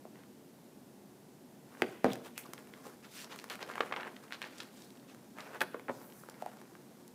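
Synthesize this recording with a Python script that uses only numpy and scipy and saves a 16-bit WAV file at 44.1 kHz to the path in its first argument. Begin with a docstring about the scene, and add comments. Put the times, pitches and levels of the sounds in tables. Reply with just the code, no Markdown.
"""Low ventilation noise, then a soft knock: a large picture book is laid on a table, a page is turned
and smoothed, and the book is lifted again. Stiff covers knock as filtered pulses with ringing modes.
Paper snaps, crackles and buckles as pulses with bending waves; it hisses and squeaks as grainy friction.
The binding pops as short swelling sines. Reflections and a noise tail of a small room answer each sound."""
import sys
import numpy as np
from scipy import signal
from scipy.fft import rfft, irfft
from scipy.io import wavfile
from scipy.ndimage import uniform_filter1d

SR = 44100
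rng = np.random.default_rng(int(sys.argv[2]) if len(sys.argv) > 2 else 0)


def store_pcm(level_fs):
    """Save levels as 16-bit WAV."""
    pcm = np.round(np.clip(level_fs, -1, 1) * 32767).astype(np.int16)
    wavfile.write(sys.argv[1], SR, np.atleast_2d(pcm).T)


N = 314874
TAPS = 2048  # pulse length, samples


def amp(db):
    """Decibels to gain."""
    return 10 ** (np.asarray(db) / 20)


def evened(x):
    """Scales to rms 1."""
    return x / np.sqrt(np.mean(x ** 2) + 1e-20)


def read(points, hz):
    """Reads a table on a log-frequency axis."""
    f, value = np.transpose(points)
    return np.interp(np.log(hz + 1), np.log(f + 1), value)


def add(mix, s, sound):
    """Mixes a sound in at time s."""
    part = mix[max(round(s * SR), 0):][:len(sound)]
    part += sound[:len(part)]


def ring(x, modes, damping_db=0):
    """Adds the short ring of each mode (pitch_hz, width_hz, level_db) to the direct pulse."""
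    rings = 0
    for hz, width_hz, db in modes:
        b, a = signal.iirpeak(hz, hz / width_hz, fs=SR)
        rings = rings + amp(db) * signal.lfilter(b, a, x + 1e-18)
    return x + amp(damping_db) * rings


def sheet(low_hz, high_hz, tick_db, tick_hz=12000, steepness=4.84):
    """Causal pulse of a sheet: size sets the low edge, stiffness the high edge, the rim adds a tick."""
    hz = np.fft.rfftfreq(TAPS, 1 / SR) + 1
    body = 1 / (1 + (hz / high_hz) ** steepness)
    tick = amp(tick_db) ** 2 / (1 + (hz / tick_hz) ** 2)
    power = (body + tick) / (1 + (low_hz / hz) ** 4) + 1e-8
    # a folded cepstrum gives minimum phase
    cepstrum = irfft(np.log(power) / 2)
    cepstrum[1:TAPS // 2] *= 2
    cepstrum[TAPS // 2 + 1:] = 0
    return irfft(np.exp(rfft(cepstrum)))


PAGE_EDGE_HZ, PAGE_STRETCH = 2050, 0.56  # upper edge at which modes hold; exponent of their rise with it


def blows(rows, shiver_db, shiver_t60, shiver_low_hz, tick_hz, steepness, bend_hz, modes=()):
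    """Pulses, each followed by bending waves running to and fro in the sheet; tighter bends ring higher."""
    out, t = np.zeros(N), np.arange(TAPS) / SR
    envelope = amp(-60 * t / shiver_t60) * (1 - np.exp(-t / 0.0014))
    highpass = signal.butter(1, shiver_low_hz, "high", fs=SR)
    for s, db, low_hz, high_hz, tick_db in rows:
        waves = rng.standard_normal(TAPS) * envelope
        waves *= amp(shiver_db) / np.linalg.norm(waves)
        drive = signal.unit_impulse(TAPS) + signal.lfilter(*highpass, waves)
        pulse = signal.fftconvolve(drive, sheet(low_hz, high_hz, tick_db, tick_hz, steepness))
        stretch = min((high_hz / PAGE_EDGE_HZ) ** PAGE_STRETCH, 4)
        stretched = [(hz * stretch, width_hz * stretch, level_db) for hz, width_hz, level_db in modes]
        add(out, s, amp(db) * ring(pulse, stretched))
    # bending waves carry treble faster than bass: two allpasses spread each pulse into a tiny chirp
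    pole = np.exp(-2 * np.pi * bend_hz / SR)
    return signal.sosfilt([[-pole, 1, 0, 1, -pole, 0]] * 2, out + 1e-18)


# spectrum of ventilation and fine hiss, relative: (pitch_hz [Hz], density_db [dB per Hz])
AIR_SPECTRUM = [(15, -81), (25, -40), (101, -16), (129, -7.5), (173, -5), (259, 0.5), (330, -6),
                (367, -6.5), (521, -11), (845, -15), (1260, -23.5), (1450, -23), (2610, -28),
                (13500, -30.5), (15400, -34.5)]
# duct resonances: (pitch_hz [Hz], width_hz [Hz], boost_db [dB above the air noise])
DUCT_MODES = [(136.3, 14, 4), (204.8, 13, 5.5), (239.5, 7.5, 1), (358.6, 10.3, 7.5), (438, 8.6, 2.5)]
AIR_RMS_DB = -56.5


def ventilation():
    """Steady air noise, coloured by the duct's resonances."""
    hz = np.fft.rfftfreq(N, 1 / SR)
    colour_db = read(AIR_SPECTRUM, hz)
    for mode_hz, width_hz, boost_db in DUCT_MODES:
        colour_db = colour_db + boost_db / (1 + (2 * (hz - mode_hz) / width_hz) ** 2)
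    noise = irfft(rfft(rng.standard_normal(N)) * amp(colour_db), N)
    return amp(AIR_RMS_DB) * evened(noise)


# a cover meets the table or a hand, levels relative: (start_s [s], level_db [dB], low_hz [Hz],
# high_hz [Hz], rim_db [dB re level], rim_hz [Hz], rim_to_flat_s [s], rebound_db [dB re level],
# ring_hz [Hz], ring_db [dB])
COVER_KNOCKS = [(0.0516, -9, 290, 750, -20, 1410, 0.0016, -21, 700, -1),
                (1.8208, 13, 235, 616, -3.5, 2700, 0.00086, -30, 370, -6),
                (1.8297, -0.5, 240, 754, -21, 2800, 0.00092, -16, 570, -3),
                (2.0443, 16, 150, 810, -7.5, 1950, 0.00022, -33, 766, 0),
                (2.053, 10.5, 320, 805, -22, 1800, 0.00047, -24, 565, 4),
                (2.0593, 8.5, 160, 600, -27, 1700, 0.00052, -26, 355, -1),
                (2.0642, 6.5, 230, 750, -20, 1900, 0.0003, -22, 470, -1),
                (2.083, 2.5, 190, 520, -22, 1900, 0.00045, -25, 295, -4),
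                (2.487, -9.5, 180, 400, -24, 1200, 0.0017, -22, 290, -2),
                (5.6131, 1.5, 165, 1700, -3, 2200, 0.0005, -10, 760, -1),
                (5.7441, -2, 240, 1050, -2, 1700, 0.0014, -18, 466, 2),
                (5.8831, -6.5, 380, 1300, -0.5, 2200, 0.0024, -15, 947, 3),
                (5.8886, -4.5, 170, 1000, -9, 1800, 0.00046, -14, 760, 1),
                (5.8941, -6.5, 460, 1450, -2, 2150, 0.0006, -14, 947, 6),
                (5.8964, 0, 145, 1080, -6, 2050, 0.00021, -13, 574, 3),
                (5.905, -7, 125, 800, -8, 2000, 0.00035, -13, 371, 0)]
RIM_LOW_HZ = 1010
RIM_TICK_DB, RIM_TICK_PER_DB = -39.5, 1.5  # tick of a 0 dB crack; harder cracks are brighter


def rim_blows():
    """A cover lands rim first, with a dry crack."""
    rows = []
    for s, db, _, _, rim_db, rim_hz, *_ in COVER_KNOCKS:
        crack_db = db + rim_db
        rows.append((s, crack_db, RIM_LOW_HZ, rim_hz, RIM_TICK_DB + RIM_TICK_PER_DB * crack_db))
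    return rows


REBOUND_S, REBOUND_SHRINK, REBOUND_LOSS_DB = .0074, .78, 3  # each rebound comes sooner and weaker
REBOUND_JITTER = 0.12  # share of each gap left to chance
THUD_TICK_DB = -36


def cover_blows(s, db, low_hz, high_hz, rebound_db, count=4):
    """The cover lands flat with a thud, then chatters in quickening rebounds."""
    rows = [(s, db, low_hz, high_hz, THUD_TICK_DB)]
    for k, chance in enumerate(rng.uniform(-1.28, 1, count)):
        s += REBOUND_S * REBOUND_SHRINK ** k * (1 + REBOUND_JITTER * chance)
        rows.append((s, db + rebound_db - k * REBOUND_LOSS_DB, low_hz, high_hz, THUD_TICK_DB))
    return rows


KNOCK_RING_WIDTH_HZ = 85


def thuds():
    """Each thud follows its rim's crack; the point of contact picks out one resonance of the cover."""
    out = np.zeros(N)
    for s, db, low_hz, high_hz, _, _, flop_s, rebound_db, ring_hz, ring_db in COVER_KNOCKS:
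        rows = cover_blows(s + flop_s, db, low_hz, high_hz, rebound_db)
        thud = blows(rows, shiver_db=-3.5, shiver_t60=0.021, shiver_low_hz=700,
                     tick_hz=5540, steepness=5.9, bend_hz=2200)
        out += ring(thud, [(ring_hz, KNOCK_RING_WIDTH_HZ, ring_db)])
    return out


# resonances of the stiff cover: (pitch_hz [Hz], width_hz [Hz], level_db [dB before damping])
STIFF_COVER_MODES = [(151, 45, -4), (250, 90, -1), (348, 90, 0), (505, 150, -8), (673, 210, -3.5),
                     (1580, 300, -3)]
# resonance of its rim: (pitch_hz [Hz], width_hz [Hz], level_db [dB re direct pulse])
COVER_RIM_MODES = [(4700, 260, 6)]


def covers():
    """Flat thuds ring the whole cover; cracks ring its rim."""
    rims = blows(rim_blows(), shiver_db=-10, shiver_t60=0.015, shiver_low_hz=900,
                 tick_hz=8000, steepness=12, bend_hz=2200)
    flats = ring(thuds(), STIFF_COVER_MODES, damping_db=-1.5)
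    return amp(-2.0) * flats + ring(rims, COVER_RIM_MODES)


def thump(push_s=0.0011, push_db=-66):
    """A landing cover pushes out a soft puff of air."""
    out, u = np.zeros(N), np.arange(TAPS) / SR / push_s
    for s, db, *_ in COVER_KNOCKS:
        add(out, s, amp(db + push_db) * u * np.exp(1 - u))
    return out


def fibres(grains_per_s=1400, catch_s=0.02):
    """Paper fibres catch and slip: random grains, their sizes, a smooth hiss and slow clumping."""
    size = np.minimum(rng.exponential(1, N), 4)
    slip = rng.standard_normal(N)
    grains = rng.choice([-1., 1.], N) * (rng.random(N) < grains_per_s / SR)
    span = max(round(catch_s * SR), 2)
    clumps = uniform_filter1d(uniform_filter1d(rng.standard_normal(N), span), span // 2)
    return grains, size, slip, evened(clumps)


def friction(fibre, start_s, end_s, spread_db, smooth=0.85, catch_db=2.5):
    """Times and drive of one grainy stretch: uneven grains in clumps over a smooth hiss."""
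    at = slice(max(round(start_s * SR), 0), round(end_s * SR))
    grains, size, slip, catches = (x[at] for x in fibre)
    drive = evened(grains * amp(spread_db * size)) + smooth * slip
    clumping_db = catch_db * np.tanh(spread_db / 4) * catches
    return np.arange(N)[at] / SR, evened(drive * amp(clumping_db))


def swell(out, fibre, s, rise_s, fall_s, db, colour, spread_db, sharpness=1.52):
    """One grainy burst rises to its peak at s and falls away, along a sharpened triangle."""
    now, drive = friction(fibre, s - rise_s, s + fall_s, spread_db)
    envelope = np.interp(now, [s - rise_s, s, s + fall_s], [0, 1, 0]) ** sharpness
    add(out, now[0], amp(db) * signal.fftconvolve(drive * envelope, colour))


# paper hisses, scuffs and crunches; the 5.617 s row is the bright fizz of a pop. Levels relative:
# (peak_s [s], rise_s [s], fall_s [s], level_db [dB], low_hz [Hz], high_hz [Hz], hiss_db [dB re body])
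PAPER_SCUFFS = [(.197, 0.13, 0.099, -55, 300, 2350, -18), (1.84, 0.25, 0.26, -44, 241, 1410, -15),
                (2.062, 0.034, 0.14, -36, 800, 2250, -28), (2.1, 0.028, 0.1, -42, 400, 900, -15),
                (2.262, 0.037, 0.042, -42, 450, 1800, -10), (2.383, 0.0099, 0.067, -44, 7030, 14460, -14),
                (2.89, 0.16, 0.07, -40, 150, 1100, -19.5), (3.05, 0.042, 0.06, -48.5, 900, 3000, -19),
                (3.16, 0.082, 0.098, -46.5, 1170, 6300, -6), (3.214, 0.067, .055, -45, 1170, 6200, -10),
                (3.32, 0.033, 0.058, -40, 400, 3550, -22), (3.392, 0.054, 0.042, -54, 500, 4000, -3),
                (3.503, 0.0037, 0.072, -35.5, 496, 2920, -14), (3.627, 0.035, 0.027, -39, 250, 2600, -37),
                (3.966, 0.012, .08, -31, 700, 1550, -56), (4.062, 0.051, 0.044, -34.5, 450, 1550, -45),
                (4.336, 0.0092, 0.066, -44, 400, 3110, -33), (4.43, 0.057, 0.17, -43, 704, 2620, -24),
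                (4.61, 0.12, 0.066, -49.5, 300, 5130, -21), (4.776, 0.075, 0.21, -58.5, 1180, 7600, -6.5),
                (5.1, .04, 0.057, -53, 610, 4450, -23), (5.4, 0.055, 0.1, -39.5, 403, 2100, -23),
                (5.565, 0.18, 0.04, -40.5, 398, 1590, -31), (5.607, 0.0035, 0.045, -31, 350, 1900, -25),
                (5.738, 0.016, 0.04, -41, 800, 1700, -40), (5.897, 0.016, 0.018, -32, 550, 1400, -48),
                (5.92, 0.033, 0.17, -54.5, 3500, 6000, -14), (5.617, .012, 0.03, -38.5, 9500, 13000, -22),
                (6.055, 0.15, 0.13, -54, 11000, 15000, -16), (6.198, 0.14, .1, -55, 7100, 12500, -11)]
SCUFF_GRAIN_DB, SCUFF_GRAIN_HZ = 2, 2000  # size spread at this high edge; brighter scuffs are more even


def scuffs(fibre):
    """Hisses, scuffs and crunches of paper: swelling grainy noise, each in its own band."""
    out = np.zeros(N)
    for s, rise_s, fall_s, db, low_hz, high_hz, hiss_db in PAPER_SCUFFS:
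        spread_db = SCUFF_GRAIN_DB * SCUFF_GRAIN_HZ / high_hz
        swell(out, fibre, s, rise_s, fall_s, db, sheet(low_hz, high_hz, hiss_db), spread_db)
    return out


def flex(x, patchy_db=1.7, count=5):
    """A bending sheet keeps shifting its resonances, so the colour of its rustle comes and goes."""
    z = signal.stft(x, SR, nperseg=512, noverlap=384)[2]
    patches = rng.standard_normal(z.shape)
    for axis in (0, 1):
        patches = uniform_filter1d(uniform_filter1d(patches, count, axis), count, axis)
    gain = evened(amp(patchy_db * evened(patches)))
    return signal.istft(z * gain, SR, nperseg=512, noverlap=384)[1][:N]


# resonances of a bowed page: (pitch_hz [Hz], width_hz [Hz], level_db [dB before damping]);
# pitch and width before stretching by the bend
BOWED_PAGE_MODES = [(443, 240, -0.5), (1200, 98, -12), (1610, 110, -8), (2480, 210, -18)]


def paper():
    """All grainy paper noise; fingers damp the page while it slides, so it rings less."""
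    fibre = fibres()
    rustle = scuffs(fibre) + squeaks(fibre) + bends(fibre)
    return amp(-0.5) * ring(flex(rustle), BOWED_PAGE_MODES, damping_db=-12)


# small creases snap and page edges flick, levels relative: (start_s [s], level_db [dB],
# high_hz [Hz], tick_db [dB re body])
CREASE_SNAPS = [(.1568, -25.5, 2610, -40), (.236, -25, 2860, -22), (1.7506, -17, 1750, -29),
                (1.7715, -18, 1950, -31), (2.1035, -9.5, 2730, -33), (2.133, -15, 6560, -2),
                (2.156, -12.5, 2280, -13), (2.3787, -8.5, 2700, -4), (2.535, -8.5, 1510, -8),
                (2.5794, -17.5, 3440, -22), (2.6724, -26, 2370, -10), (2.7377, -16.5, 3180, -39),
                (3.2449, -17.5, 6440, -23), (3.3245, -20, 4300, -25), (3.3608, -11, 1500, -14.5),
                (3.3895, -14, 4800, -20), (3.3985, -18, 5500, -30), (3.4418, -8.5, 1700, -13.5),
                (3.4998, -10, 4760, -10), (3.5552, -14, 2770, -11), (3.593, -12, 1890, -27),
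                (3.628, -7, 4300, -24), (3.677, -21, 2600, -27), (3.6992, -11, 1800, -29),
                (3.7558, -3.5, 2050, -23), (3.8336, -1.5, 1460, -39), (3.9121, -5, 1600, -42),
                (3.9386, -2.5, 2160, -42), (3.941, -5, 2000, -40), (3.963, -4.5, 3020, -44),
                (4.0085, -15, 3600, -36), (4.0155, -11, 1490, -41), (4.0317, -5.5, 2400, -36),
                (4.1657, -16.5, 3280, -23), (4.3081, -16, 2630, -29), (4.3168, -20, 3200, -25),
                (4.3236, -4, 3200, -25), (4.3319, -13, 4600, -26), (4.3445, -17, 4000, -28),
                (4.4178, -4, 3050, -21), (4.4502, -18, 4500, -28), (4.463, -18, 3000, -28),
                (4.4265, -10.5, 4290, -35), (4.4415, -8.5, 2370, -35), (4.5255, -26, 3200, -16),
                (4.583, -21.5, 7460, -14), (4.6029, -9, 4300, -23), (4.6052, -12.5, 4000, -29),
                (4.6327, -19.5, 2100, -8), (4.821, -26.5, 7480, -20), (4.905, -27.5, 5230, -8),
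                (4.973, -30, 4400, -28), (5.1472, -21.5, 1800, -11), (5.3857, -7.5, 2030, -25),
                (5.4056, -15.5, 5100, -35), (5.6071, -0.5, 3400, -16), (5.6095, -5, 2900, -29),
                (5.6765, -24, 2480, -30), (5.7962, -11.5, 1940, -24), (6.015, -12.5, 1070, -23),
                (6.2361, -15.5, 1460, -26), (6.2876, -8, 1300, -24), (6.2981, -29, 8150, 5.5),
                (6.6152, -15.5, 1710, -18), (6.5707, -17, 1100, -18), (6.7525, -17.5, 2020, -30),
                (7.079, -28.5, 13600, -12)]
SNAP_SPAN = 2.84  # upper edge over lower edge


def pages():
    """Clear snaps, quick clusters and faint crackles, each a pulse that rings the bowed page."""
    rows = list(CREASE_SNAPS) + clusters() + crackles()
    rows = [(s, db, hz / SNAP_SPAN, hz, tick_db) for s, db, hz, tick_db in rows]
    return amp(-3.0) * blows(rows, shiver_db=-1.5, shiver_t60=0.0076, shiver_low_hz=1530,
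                             tick_hz=11100, steepness=7.5, bend_hz=3000, modes=BOWED_PAGE_MODES)


# a fingertip drags on the glossy page, levels relative: (loudest_s [s], length_s [s],
# level_db [dB], pitch_hz [Hz], ring_db [dB])
FINGER_SQUEAKS = [(2.121, 0.024, -33.5, 3530, -1), (2.391, 0.12, -41, 2550, -5),
                  (2.438, 0.014, -42, 3050, -3), (2.458, 0.024, -39, 1100, 7),
                  (4.584, 0.022, -46, 6740, -15)]
SQUEAK_SPAN, SQUEAK_GRAIN_DB = 1.22, -1  # ratio of each band edge to the pitch; spread of grain sizes
SQUEAK_Q = 13


def squeaks(fibre):
    """A dragging fingertip: brief friction in a narrow ringing band."""
    out = np.zeros(N)
    for s, length_s, db, hz, ring_db in FINGER_SQUEAKS:
        band = sheet(hz / SQUEAK_SPAN, hz * SQUEAK_SPAN, tick_db=-20, steepness=17)
        colour = ring(band, [(hz, hz / SQUEAK_Q, ring_db)])
        swell(out, fibre, s, length_s / 2, length_s / 2, db, colour, SQUEAK_GRAIN_DB)
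    return out


# effort of bending paper, one curve for each move: (time_s [s], level_db [dB, relative])
FLATTENING_EFFORT = [(2.2, -58), (2.336, -65.5), (2.468, -57), (3.13, -65), (3.25, -58)]
PAGE_TURN_EFFORT = [(3.249, -58.5), (3.394, -58), (3.66, -51), (3.735, -47.5), (3.883, -50.5), (3.938, -57),
                    (4.074, -53.5), (4.134, -55.5), (4.25, -62)]
SETTLING_EFFORT = [(4.25, -58), (4.512, -65), (4.649, -59.5), (4.88, -63.5), (5.3, -63.5)]
LIFTING_EFFORT = [(5.3, -71), (5.428, -60), (5.558, -55), (5.72, -63)]
OPENING_EFFORT = [(5.95, -58.5), (6.276, -59.5), (6.446, -55.5), (6.676, -63), (6.862, -63), (7.1, -68)]
MOVES = [FLATTENING_EFFORT, PAGE_TURN_EFFORT, SETTLING_EFFORT, LIFTING_EFFORT, OPENING_EFFORT]
BEND_LOW_HZ, BEND_HIGH_HZ, BEND_DB, BEND_GRAIN_DB = 310, 1920, 10.5, 5
FIRM_DB, FIRM_GROWTH = -45.5, 1.27  # effort of a firm bend; dB of rustle per dB of effort
FIZZ_DB, FIZZ_GROWTH, FIZZ_LOW_HZ, FIZZ_HIGH_HZ = -61.5, 0.37, 1940, 6700  # grows much less


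def bends(fibre, fade_s=0.023):
    """Bending paper rubs fibre on fibre: a rustling body that grows with effort, and a fine fizz."""
    out = np.zeros(N)
    body = sheet(BEND_LOW_HZ, BEND_HIGH_HZ, tick_db=-27)
    fizz = sheet(FIZZ_LOW_HZ, FIZZ_HIGH_HZ, tick_db=-6)
    for move in MOVES:
        times, levels = np.transpose(move)
        now, drive = friction(fibre, times[0] - fade_s, times[-1] + fade_s, BEND_GRAIN_DB)
        to_edge_s = np.minimum(now - now[0], now[-1] - now)
        drive = drive * np.minimum(to_edge_s / (2 * fade_s), 1) ** .5
        effort_db = np.interp(now, times, levels) - FIRM_DB
        body_gain = amp(FIRM_DB + BEND_DB + FIRM_GROWTH * effort_db)
        fizz_gain = amp(FIZZ_DB + FIZZ_GROWTH * effort_db)
        add(out, now[0], signal.fftconvolve(drive * body_gain, body))
        add(out, now[0], signal.fftconvolve(drive * fizz_gain, fizz))
    return out


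CRACKLES_PER_S, CRACKLE_ABOVE_DB, CRACKLE_SPREAD_DB = 16, 31, 2  # rate; level above the effort curve
CRACKLE_HZ, CRACKLE_SPREAD_OCTAVES, CRACKLE_TICK_DB = 2350, 0.71, -26


def crackles(count=50):
    """Faint crackles come at random while paper bends, and grow with the effort."""
    rows = []
    for move in MOVES:
        times, levels = np.transpose(move)
        moments = times[0] + np.cumsum(rng.exponential(1, count)) / CRACKLES_PER_S
        for s, (size, colour) in zip(moments, rng.standard_normal((count, 2))):
            if s < times[-1]:
                db = np.interp(s, times, levels) + CRACKLE_ABOVE_DB + CRACKLE_SPREAD_DB * size
                hz = CRACKLE_HZ * 2 ** (CRACKLE_SPREAD_OCTAVES * colour)
                rows.append((s, db, hz, CRACKLE_TICK_DB))
    return rows


# paper crackles in quick clusters, or a page edge flutters, levels relative: (start_s [s],
# length_s [s], level_db [dB], drift_db [dB over the length], high_hz [Hz])
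CRACKLE_CLUSTERS = [(3.5025, .03, -8, -10, 2400), (3.6915, .011, -8, 0, 1600), (3.766, .028, -18, 3, 1700),
                    (3.885, .025, -16, 2, 1300), (3.968, .045, -5.5, -7, 1800), (4.042, .036, -13, 1, 1800),
                    (4.338, .02, -18, -2, 3300), (4.435, .034, -17.5, -5, 3300),
                    (4.608, .024, -21, -4, 5900)]
TICKS_PER_S, TICK_JITTER, TICK_SPREAD_DB, TICK_TREBLE_DB = 160, .45, 3, -38  # jitter: share of a gap


def clusters(count=24):
    """A cluster ticks at uneven intervals, its level drifting down or up."""
    rows = []
    for start_s, length_s, db, drift_db, hz in CRACKLE_CLUSTERS:
        for k, (late, size, colour) in enumerate(rng.uniform(-1, 1, (count, 3))):
            s = (k + TICK_JITTER * late) / TICKS_PER_S
            if s < length_s:
                level_db = db + drift_db * s / length_s + TICK_SPREAD_DB * size
                tick_edge_hz = hz * 2 ** (CRACKLE_SPREAD_OCTAVES * colour)
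                rows.append((start_s + s, level_db, tick_edge_hz, TICK_TREBLE_DB))
    return rows


# a whole sheet pops through, levels relative: (start_s [s], level_db [dB], low_hz [Hz],
# high_hz [Hz], tick_db [dB re body], ring_hz [Hz], ring_width_hz [Hz], ring_db [dB])
SHEET_BUCKLES = [(3.78, -1, 594, 1800, -37, 1205, 260, 0), (3.8051, 7.5, 298, 890, -42, 463, 150, 4.5),
                 (3.807, 7, 714, 2430, -37, 1220, 200, 4.5), (3.9231, 0, 600, 1590, -46, 820, 200, 5),
                 (3.925, -1.5, 650, 2560, -50, 1090, 220, 7.5),
                 (3.9273, -5.5, 650, 2180, -42, 1150, 300, 4), (5.6163, 3, 660, 2750, -17.5, 1640, 130, 14),
                 (5.6195, -1, 400, 2200, -20, 700, 130, 2)]


def buckles():
    """Each sheet that pops through rings briefly at a pitch set by its bow."""
    out = np.zeros(N)
    for *row, ring_hz, width_hz, ring_db in SHEET_BUCKLES:
        pop = blows([row], shiver_db=-2.5, shiver_t60=0.021, shiver_low_hz=1200,
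                    tick_hz=11000, steepness=6.7, bend_hz=1910)
        out += ring(pop, [(ring_hz, width_hz, ring_db)])
    return amp(-2.0) * out


# hollow pops as the book is opened wide: (start_s [s], level_db [dB, relative], pitch_hz [Hz])
BINDING_POPS = [(6.423, -28.5, 700), (6.4617, -29, 750)]


def binding(swell_s=0.0018, click_db=11):
    """The spine gives way: a small click, then a few cycles of the hollow behind it."""
    out, t = np.zeros(N), np.arange(TAPS) / SR
    envelope = (t / swell_s * np.exp(1 - t / swell_s)) ** 2
    click = amp(click_db) * sheet(low_hz=800, high_hz=1890, tick_db=-12)
    for s, db, hz in BINDING_POPS:
        add(out, s, amp(db) * (envelope * np.sin(2 * np.pi * hz * t) + click))
    return out


# nearby surfaces: (delay_s [s], gain [ratio before the lowpass])
NEAR_REFLECTIONS = [(.0021, 0.043), (.0053, -0.044), (.0094, 0.1), (0.0113, 0.13), (0.0185, -.12),
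                    (.0215, 0.079)]
# decay of the room's tail: (pitch_hz [Hz], t60_s [s])
TAIL_T60 = [(120, 0.5), (300, 0.48), (1000, 0.48), (3000, 0.96), (8000, 0), (15000, 2)]
# colour of the room's tail: (pitch_hz [Hz], level_db [dB])
TAIL_DB = [(100, 1), (280, 0.9), (700, -7), (2000, -13.5), (3200, -11), (5000, -7), (14000, -10)]


def room(x, far):
    """Direct sound and near reflections; what travels far returns as taps that die band by band."""
    near = np.zeros(N)
    for delay_s, gain in NEAR_REFLECTIONS:
        add(near, delay_s, gain * x)
    near = signal.lfilter(*signal.butter(1, 4000, fs=SR), near)
    taps = rng.choice([-1., 1.], SR) * (rng.random(SR) < 5000 / SR)
    hz, t, z = signal.stft(taps, SR, nperseg=256)
    t60_s = read(TAIL_T60, hz)[:, None]
    # normalise band energy for decay time before the band level
    decay = amp(-60 * t / t60_s) * np.sqrt(2 * np.log(1000) / t60_s / np.sum(taps ** 2))
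    level = amp(read(TAIL_DB, hz))[:, None]
    tail = signal.istft(z * decay * level, SR, nperseg=256)[1]
    tail *= 1 - np.exp(-(np.arange(len(tail)) / SR / 0.003) ** 2)  # soft onset
    return x + near + signal.fftconvolve(far, tail)[:N]


def scene():
    """Covers, pages and binding in the room, over the ventilation."""
    air = ventilation()
    knocks, rustle, creases, sheets, spine = covers(), paper(), pages(), buckles(), binding()
    # bowed sheets and the narrow spine send less of their sound into the room
    far = amp(-2.5) * (knocks + rustle) + amp(-2.0) * creases
    far += amp(-5.5) * sheets + amp(-6) * spine
    sound = room(knocks + rustle + creases + sheets + spine, far)
    # air slips round the edges of the book, so it radiates little bass
    sound = signal.sosfilt(signal.butter(4, 118, "high", fs=SR, output="sos"), sound)
    return (sound + thump() + air)[None]


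EDGE_HZ = 15600


def record(dry):
    """Linear-phase lowpass: the upper band limit."""
    lowpass = signal.firwin(511, EDGE_HZ, window=("kaiser", 9), fs=SR)
    return signal.oaconvolve(dry, lowpass[None], "same")


dry = scene()
out = record(dry)
store_pcm(out)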